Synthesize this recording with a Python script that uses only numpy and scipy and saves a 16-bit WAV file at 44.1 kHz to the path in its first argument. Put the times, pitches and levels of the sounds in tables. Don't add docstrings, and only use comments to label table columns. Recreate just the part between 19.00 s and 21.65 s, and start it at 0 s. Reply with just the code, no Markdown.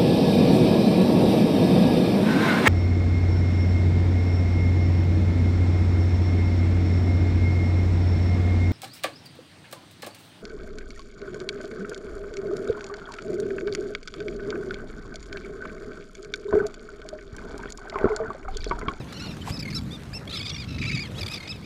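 import sys
import numpy as np
from scipy import signal
from scipy.fft import rfft, irfft
from scipy.io import wavfile
from scipy.ndimage import uniform_filter1d

SR = 44100
rng = np.random.default_rng(int(sys.argv[2]) if len(sys.argv) > 2 else 0)


def master_out(mix):
    frames = np.transpose(np.atleast_2d(mix))
    ceiling = np.clip(frames, -1, 1)
    pcm = np.round(ceiling * 32767).astype(np.int16)
    wavfile.write(sys.argv[1], SR, pcm)


N = 116865

# start in seconds, length in seconds, time to the top in seconds,
# top pitch in Hz, sag as share of pitch per s^2, harmonics 2, 3 and 4 in dB before the swell, roughness 0-1.
NEAR_CRIES = [(0.0, 0.026, 0, 1326, 200, -52, -52, -55, 0.05),
              (0.068, 0.13, 0.034, 1182, 210, -54, -54, -57, 0.3),
              (0.154, 0.04, 0.031, 1525, 116, -47, -50.5, -56, 0.15),
              (0.209, 0.057, 0.022, 1443, 104, -47, -42, -49.5, 0.21),
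              (0.213, 0.1, 0.043, 1464, 47, -48.5, -46.5, -70, 0.06),
              (0.28, 0.068, 0.026, 1395, 89, -52, -60, -51, 0.2),
              (0.512, 0.068, 0.034, 1303, 120, -52, -56, -39, 0.14),
              (0.743, 0.031, 0.021, 1360, 395, -47.5, -46, -32, 0.19),
              (0.758, 0.025, 0.0, 1360, 107, -58, -33.5, -38.5, 0.07),
              (0.908, 0.059, 0.032, 1223, 98, -56.5, -41, -53.5, 0.06),
              (1.133, 0.049, 0.029, 1363, 190, -42.5, -70, -36, 0.09),
              (1.315, 0.081, 0.036, 1210, 150, -50.5, -37, -42.5, 0.23),
              (1.327, 0.036, 0.0061, 1366, 123, -45.5, -35.5, -58, 0.26),
              (1.356, 0.047, 0.022, 1312, 124, -65, -64, -38, 0),
              (1.417, 0.054, 0.016, 1259, 124, -43.5, -57, -44, 0.1),
              (1.475, 0.038, 0.003, 1249, 152, -45.5, -42, -37, 0.3),
              (1.524, 0.053, 0.02, 1422, 65, -50.5, -66, -42.5, 0.15),
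              (1.579, 0.061, 0.022, 1240, 155, -42.5, -44.5, -40.5, 0.2),
              (1.675, 0.056, 0.024, 1350, 78, -47, -48.5, -51, 0.42),
              (1.729, 0.041, 0.035, 1320, 37, -45.5, -46.5, -54, 0.38),
              (1.792, 0.042, 0.024, 1331, 144, -49, -44.5, -55, 0.23),
              (1.867, 0.029, 0.012, 1337, 250, -34.5, -36.5, -44, 0.22),
              (1.928, 0.043, 0.011, 1287, 177, -31.5, -39, -47, 0.19),
              (1.994, 0.047, 0.022, 1225, 175, -36.5, -51, -36.5, 0.19),
              (2.034, 0.049, 0.01, 1100, 224, -44.5, -44, -46.5, 0.24),
              (2.142, 0.09, 0.036, 1140, 237, -62, -44, -53, 0.05),
              (2.298, 0.05, 0.024, 1277, 94, -39, -56, -40.5, 0.2),
              (2.406, 0.11, 0.027, 1266, 87, -53, -51.5, -56, 0.02),
              (2.49, 0.031, 0.017, 1310, 420, -39.5, -58, -33.5, 0.02),
              (2.511, 0.022, 0.00011, 1302, 500, -43, -36.5, -58, 0),
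              (2.524, 0.058, 0.015, 1310, 88, -50.5, -54, -53.5, 0.16),
              (2.626, 0.052, 0.03, 1240, 154, -49.5, -56, -56, 0.29)]
# start in seconds, length in seconds, pitch in Hz,
# glide as share of pitch, harmonics 2, 3 and 4 in dB before the swell, roughness 0-1.
CHATTER_NOTES = [(0.13, 0.0055, 1337, 0.09, -61, -42, -51, 0.3),
                 (0.14, 0.016, 1412, -0.12, -53, -48, -55, 0.12),
                 (0.165, 0.013, 1400, -0.04, -51, -45, -52, 0.12),
                 (0.195, 0.019, 1318, -0.0098, -45.5, -45.5, -44.5, 0.26),
                 (0.269, 0.0075, 1220, 0, -60, -45, -50, 0.15),
                 (0.313, 0.0079, 1214, -0.032, -45.5, -47, -56, 0.2),
                 (0.414, 0.016, 1025, -0.081, -75, -43, -66, 0.1),
                 (0.568, 0.012, 1300, 0.25, -59, -44.5, -55, 0.06),
                 (0.591, 0.015, 1266, -0.17, -48, -59, -37.5, 0.33),
                 (0.605, 0.0083, 1283, 0.043, -52.0, -47.5, -39, 0.2),
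                 (0.625, 0.011, 1175, -0.11, -40.5, -64, -38.5, 0.07),
                 (0.653, 0.012, 1078, -0.038, -37.5, -67, -49, 0.22),
                 (0.677, 0.015, 1067, -0.053, -37, -65.0, -49, 0.13),
                 (0.701, 0.019, 1226, -0.048, -47, -62, -47, 0.77),
                 (0.726, 0.014, 1112, 0.1, -45.5, -64, -43, 0.3),
                 (0.781, 0.013, 1153, -0.048, -47.5, -47.5, -41.5, 0.2),
                 (1.275, 0.0075, 1105, 0.064, -44.5, -40, -50, 0.1),
                 (1.294, 0.0084, 1290, 0.24, -49, -40, -60, 0.21),
                 (1.306, 0.013, 1263, -0.15, -49.0, -39.5, -52, 0.25),
                 (1.356, 0.0093, 1110, -0.099, -39, -47, -48, 0),
                 (1.372, 0.0081, 1242, -0.082, -44, -35, -43, 0.3),
                 (1.392, 0.0077, 1150, 0.15, -49, -43, -41, 0),
                 (1.399, 0.013, 1130, -0.097, -38.5, -59, -39.5, 0),
                 (1.411, 0.0095, 1123, 0.14, -50, -35.5, -39, 0.05),
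                 (1.428, 0.0075, 1150, -0.012, -50, -37, -48, 0.3),
                 (1.451, 0.024, 1171, -0.027, -56, -40.5, -39, 0.38),
                 (1.463, 0.0081, 1120, -0.16, -41.5, -38.5, -52, 0.2),
                 (1.493, 0.0167, 1203, -0.17, -60, -39, -53, 0.26),
                 (1.494, 0.0134, 1397, -0.18, -45.5, -49, -38.5, 0.13),
                 (1.514, 0.0073, 1130, -0.056, -43, -36.5, -52, 0.1),
                 (1.544, 0.0094, 1171, 0.04, -41.5, -38.5, -44, 0.15),
                 (1.562, 0.0077, 1103, 0.1, -39.5, -41, -42, 0),
                 (1.641, 0.0084, 1095, 0.035, -47, -46.5, -49, 0.42),
                 (1.783, 0.012, 1170, 0.2, -42, -59, -48.5, 0.7),
                 (1.815, 0.011, 1193, -0.12, -34.5, -50, -41.5, 0.26),
                 (1.825, 0.0086, 1147, 0.2, -33, -50, -48, 0.42),
                 (1.836, 0.0096, 1176, -0.2, -31.5, -47, -41, 0.3),
                 (1.85, 0.018, 1183, 0.0059, -34, -47, -42.5, 0.34),
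                 (1.89, 0.0074, 1230, 0.02, -36, -59, -36.5, 0.1),
                 (1.897, 0.01, 1117, 0.085, -30, -56, -43, 0.23),
                 (1.912, 0.015, 1180, -0.019, -33.5, -54, -38.5, 0.42),
                 (1.948, 0.018, 1200, -0.08, -35.5, -62, -39, 0.29),
                 (1.972, 0.014, 1158, 0.035, -33.5, -50, -38, 0.28),
                 (1.99, 0.01, 1120, 0.088, -33, -57, -42, 0.2),
                 (2.18, 0.018, 1293, 0.085, -50, -40, -49, 0.17),
                 (2.209, 0.013, 1230, -0.16, -40, -43.5, -36.5, 0.2),
                 (2.23, 0.0073, 1164, -0.024, -37.5, -36, -35.5, 0.17),
                 (2.262, 0.0096, 1184, -0.012, -44, -38.5, -37.5, 0.29),
                 (2.28, 0.0096, 1150, 0.17, -41, -40.5, -41, 0.28),
                 (2.316, 0.012, 1295, 0.13, -46, -40, -51, 0.44),
                 (2.337, 0.013, 1303, -0.098, -48, -55, -38.5, 0.3),
                 (2.338, 0.016, 1168, -0.069, -45, -38.5, -41, 0.22),
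                 (2.354, 0.013, 1255, -0.08, -45, -42.5, -45, 0.5),
                 (2.371, 0.014, 1142, -0.091, -42, -51, -42, 0.3),
                 (2.402, 0.012, 1070, -0.035, -41, -51, -46.0, 0.1),
                 (2.427, 0.015, 1053, 0.0045, -44.0, -54, -51, 0.4),
                 (2.452, 0.013, 1080, 0.014, -45.5, -61.0, -51, 0),
                 (2.475, 0.011, 1254, -0.16, -44, -45.5, -44.5, 0.52)]
# frequency in Hz, level in dB.
OVERTONE_SPECTRUM = [(5200, -23), (6300, -17), (7600, -17.5), (9000, -22), (10500, -22), (13000, -27.5),
                     (15500, -48)]
# frequency in Hz, relative density in dB per Hz.
BREATH_SPECTRUM = [(500, -29), (1300, 10), (1700, 7), (2300, 20), (2950, -4), (3700, 22), (5100, -10),
                   (6000, 20), (8000, -31), (15500, -45)]
# time in seconds, gain in dB before the offset in near_gulls().
TREBLE_CONTROL = [(.3, -2), (.7, 4), (1.35, 1.5), (1.65, -13), (2.05, -3), (2.3, 7), (2.52, -7)]
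# time of the peak in seconds, rise in seconds, fall in seconds,
# level of the slosh in dB, level of the spray in dB.
SPLASH_EVENTS = [(0.1261, 0.001, 0.0054, -34.5, -41), (0.37, 0.002, 0.0037, -35.5, -55),
                 (0.479, 0.023, 0.015, -37, -47), (0.503, 0.016, 0.0093, -47.5, -37),
                 (1.023, 0.00086, 0.0029, -40, -65), (1.035, 0.00049, 0.0011, -66, -42.5),
                 (2.2, 0.027, 0.015, -67, -46)]
# frequency in Hz, relative density in dB per Hz.
SLOSH_SPECTRUM = [(200, 5.5), (1200, 0), (2500, -8), (15000, -29)]
# frequency in Hz, relative density in dB per Hz.
SPRAY_SPECTRUM = [(500, 5.5), (2000, 10), (4500, 5), (6200, 1), (8000, 6), (9400, -7.5), (11500, -2),
                  (15500, -24)]
# start in seconds, frequency in Hz, peak in dB, twice the rise time in seconds.
RINGING_BUBBLES = [(.339, 1480, -37, .0015), (1.131, 1680, -38, .003), (.4745, 986, -27.5, 0.003),
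                   (.483, 834, -26, 0.0016), (2.194, 600, -34, 0.004)]
# frequency in Hz, relative density in dB per Hz.
WASH_SPECTRUM = [(100, -37), (300, 6), (520, 4), (800, -4), (1300, -5.5), (2400, -9), (4500, -15),
                 (8500, -23.5), (13000, -31.5), (15500, -38)]
# time in seconds, level in dB.
WASH_LEVEL = [(0, -46), (.3, -44.5), (.65, -47), (1.6, -47), (1.95, -49.5), (2.2, -42), (2.6, -48)]
# time in seconds, level of the rumble in dB, level of the gusts in dB.
WIND_LEVELS = [(0, -37.5, -39), (.15, -47.5, -42), (.29, -44, -34.5), (.44, -40, -38.5), (.72, -49, -32.5),
               (.86, -37.5, -32.5), (1.0, -44, -41.5), (1.6, -38.5, -39.5), (1.79, -34.5, -32.5),
               (1.96, -38, -32.5), (2.07, -39, -41), (2.26, -35, -40), (2.39, -51, -43.5),
               (2.65, -39.5, -40.5)]
# frequency in Hz, relative density in dB per Hz.
RUMBLE_SPECTRUM = [(18, -37), (32, -36), (55, -2), (100, 3), (160, -3.5), (400, -58.5)]
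# frequency in Hz, relative density in dB per Hz.
GUST_SPECTRUM = [(80, -5.5), (140, -2), (205, -2), (300, -10), (450, -24), (1000, -58)]
# centre in seconds, peak in dB, frequency in Hz, time from peak to 1/e in seconds.
WIND_BUFFETS = [(.296, -22, 109, 0.0041), (.5105, -20, 94, 0.0057), (1.132, -30, 80.6, 0.0058),
                (1.948, -20, 140.6, 0.0088), (2.216, -31, 91, 0.0085)]

JITTER, JITTER_HZ = 0.058, 353
RASP, RASP_WIDTH_HZ = 0.62, 990
FLUTTER, FLUTTER_HZ = 1.1, 450
THROB, THROB_HZ = 1.6, 52
HISS_DB = -6

FUNDAMENTAL_DB, FUNDAMENTAL_EVEN_DB = -10.5, -23
FUNDAMENTAL_DB_PER_OCTAVE, USUAL_PITCH_HZ = 30, 1300
ODD_LEAK_DB = -18
OVERTONE_BLUR = .7
TREBLE_FROM_HZ = 9400

CRY_ATTACK_S, CRY_RELEASE_S = .007, .009
CRY_DB, CRY_SWELL_DB, CRY_SAG_FADE_DB = -1.5, 2, 115
NOTE_ATTACK_S, NOTE_RELEASE_S = .002, .002
NOTE_DB, NOTE_SWELL_DB = 1.5, 3
NOTE_SCOOP = .025

FAR_DB, FAR_SPREAD_DB, FAR_PER_S = -68, 3, 22
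ECHO_DB, ECHO_T60_S = -18, .17

SPRAY_GRAIN_DB, WASH_PATCH_DB = 4, 3
DRIPS_DB, DRIPS_PER_S = -61, 55

LOW_CUT_HZ, EDGE_HZ = 33.5, 15560


def near_gulls():
    calls = np.zeros(N)
    for start, *row in NEAR_CRIES:
        add(calls, start - CRY_ATTACK_S / 2, cry(*row))
    for start, *row in CHATTER_NOTES:
        add(calls, start - NOTE_ATTACK_S / 2, note(*row))
    high_pass = signal.butter(2, TREBLE_FROM_HZ, "high", fs=SR, output="sos")
    treble = signal.sosfiltfilt(high_pass, calls)
    return calls + treble * (curve(TREBLE_CONTROL) - 1.5)


def cry(length, top_s, top_hz, sag, db2, db3, db4, rough):
    t, envelope = gate(length, CRY_ATTACK_S, CRY_RELEASE_S)
    drop = np.minimum(sag * (t - top_s) ** 2, .5)
    ends = (2 * t / length - 1) ** 2
    swell = amp(CRY_DB - CRY_SWELL_DB * ends - CRY_SAG_FADE_DB * drop ** 2)
    throb = 1 + THROB * rough * np.cos(2 * np.pi * (THROB_HZ * t + rng.random()))
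    return envelope * swell * throb * voice(top_hz * (1 - drop), db2, db3, db4, rough)


def note(length, mid_hz, glide, db2, db3, db4, rough):
    t, envelope = gate(length, NOTE_ATTACK_S, NOTE_RELEASE_S)
    ends = (2 * t / length - 1) ** 2
    slide = glide * (t / length - .5)
    scoop = NOTE_SCOOP * (ends - ends.mean() / 2)
    swell = amp(NOTE_DB - NOTE_SWELL_DB * ends)
    return swell * envelope * voice(mid_hz * (1 + slide + scoop), db2, db3, db4, rough)


def voice(hz, db2, db3, db4, rough):
    size = len(hz)
    jittered_hz = hz * (1 + JITTER * rough * wobble(size, JITTER_HZ))
    phase = 2 * np.pi * (np.cumsum(jittered_hz) / SR + rng.random())

    even = np.hypot(amp(db4), 0.67 * amp(db2))
    odd = np.hypot(amp(db3), even * amp(ODD_LEAK_DB))
    fundamental = np.hypot(amp(db3 + FUNDAMENTAL_DB), amp(db2 + FUNDAMENTAL_EVEN_DB))
    fundamental = fundamental * amp(FUNDAMENTAL_DB_PER_OCTAVE * np.log2(hz.mean() / USUAL_PITCH_HZ))
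    gains = [fundamental, amp(db2), amp(db3), amp(db4)]
    for k in range(5, 13):
        flicker = (1 + OVERTONE_BLUR * wobble(size, JITTER_HZ)) / np.hypot(1, OVERTONE_BLUR)
        strength = odd if k % 2 else even
        gains.append(strength * amp(read(OVERTONE_SPECTRUM, k * hz)) * flicker)

    tone = np.zeros(size)
    for k, gain in enumerate(gains, 1):
        rasp = 1 + RASP * rough * wobble(size, RASP_WIDTH_HZ)
        tone += gain * np.sqrt(2) * np.cos(k * phase) * rasp
    flutter_phase = 2 * np.pi * (FLUTTER_HZ * np.arange(size) / SR + rng.random())
    tone = tone * (1 + FLUTTER * rough * np.cos(flutter_phase))
    hiss = colour(rng.standard_normal(8192), BREATH_SPECTRUM)[:size]
    return tone + amp(HISS_DB) * rough * np.std(tone) * hiss


def gate(length, attack, release):
    t = np.arange(-attack / 2, min(length + release / 2, .15), 1 / SR)
    rise = np.clip(t / attack + .5, 0, 1)
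    fall = np.clip((length - t) / release + .5, 0, 1)
    return t, np.sin(np.pi / 2 * rise * fall) ** 2


def far_gulls():
    calls = np.zeros(N)
    for when, long, high, *spread in rng.random((int(FAR_PER_S * N / SR), 6)):
        length = 0.029 + 0.045 * long
        top_hz = 1100 + 350 * high
        levels = FAR_DB + FAR_SPREAD_DB * (2 * np.array(spread) - 1)
        sound = cry(length, length / 2, top_hz, 113.8, *levels, rough=0.28)
        add(calls, when * N / SR - length / 2, sound)
    return calls


def echo(x):
    t = np.arange(SR // 2) / SR
    present = (rng.random(len(t)) < 2000 / SR) * (t > .002)
    taps = rng.standard_normal(len(t)) * present
    tail = taps * np.exp(-np.log(1000) * t / ECHO_T60_S)
    return amp(ECHO_DB) * signal.fftconvolve(x, tail / np.linalg.norm(tail))[:N]


def splashes():
    t, out = np.arange(N) / SR, np.zeros(N)
    slosh = colour(rng.standard_normal(N), SLOSH_SPECTRUM)
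    spray = colour(rng.standard_normal(N), SPRAY_SPECTRUM)
    droplets = unit(uniform_filter1d(rng.standard_normal(N), size=40))
    spray = unit(spray * amp(SPRAY_GRAIN_DB * np.minimum(droplets, 2)))
    for s, rise, fall, slosh_db, spray_db in SPLASH_EVENTS:
        envelope = np.exp(-np.maximum((s - t) / rise, (t - s) / fall))
        out += envelope * (amp(slosh_db) * slosh + amp(spray_db) * spray)
    age = t[:SR // 20]
    for s, hz, db, double_rise in RINGING_BUBBLES:
        x = 2 * age / double_rise
        envelope = x * np.exp(1 - x)
        add(out, s, amp(db) * envelope * np.sin(2 * np.pi * hz * age))
    return out


def wash():
    cells = signal.stft(rng.standard_normal(N), nperseg=512)[2]
    patches = uniform_filter1d(rng.standard_normal(cells.shape), size=9, axis=0)
    patches = unit(uniform_filter1d(patches, size=6, axis=1))
    noise = signal.istft(cells * amp(WASH_PATCH_DB * patches), nperseg=512)[1][:N]
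    hiss = colour(noise, WASH_SPECTRUM)
    clicks = (rng.random(N) < DRIPS_PER_S / SR) * rng.uniform(0.2, 1, N)
    bursts = signal.lfilter([1], [1, -np.exp(-1 / (0.00099 * SR))], clicks)
    drips = colour(bursts * rng.standard_normal(N), SPRAY_SPECTRUM)
    return curve(WASH_LEVEL) * hiss + amp(DRIPS_DB) * drips


def wind():
    t, out = np.arange(N) / SR, np.zeros(N)
    times, *levels = np.transpose(WIND_LEVELS)
    for spectrum, db in zip((RUMBLE_SPECTRUM, GUST_SPECTRUM), levels):
        noise = colour(rng.standard_normal(N), spectrum)
        local_rms = np.sqrt(uniform_filter1d(noise ** 2, size=7000))
        out += noise / local_rms * amp(np.interp(t, times, db))
    for s, db, hz, length in WIND_BUFFETS:
        envelope = np.exp(-((t - s) / length) ** 2)
        out += amp(db) * envelope * np.cos(2 * np.pi * hz * (t - s))
    return out


def amp(db):
    return 10 ** (np.asarray(db) / 20)


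def unit(x):
    return x / np.sqrt(np.mean(x ** 2) + 1e-20)


def curve(points):
    return amp(np.interp(np.arange(N) / SR, *np.transpose(points)))


def read(points, hz):
    f, db = np.transpose(points)
    return np.interp(np.log(hz + 1), np.log(f), db)


def colour(x, spectrum):
    gain = amp(read(spectrum, np.fft.rfftfreq(len(x), 1 / SR)))
    return unit(irfft(rfft(x) * gain, len(x)))


def wobble(size, hz):
    f = np.fft.rfftfreq(8192, 1 / SR)
    noise = rng.standard_normal(8192)
    return unit(irfft(rfft(noise) * np.exp(-(f / hz) ** 2)))[:size]


def add(mix, s, sound):
    at = round(s * SR)
    sound = sound[max(-at, 0):]
    part = mix[max(at, 0):][:len(sound)]
    part += sound[:len(part)]


def scene():
    gulls = near_gulls() + far_gulls()
    return (gulls + echo(gulls) + splashes() + wash() + wind())[None]


def record(dry):
    high_pass = signal.butter(2, LOW_CUT_HZ, "high", fs=SR, output="sos")
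    cut = signal.sosfiltfilt(high_pass, dry, padtype="even")
    low_pass = signal.firwin(511, EDGE_HZ, window=("kaiser", 9), fs=SR)
    return signal.oaconvolve(cut, low_pass[None], "same")


dry = scene()
out = record(dry)
master_out(out)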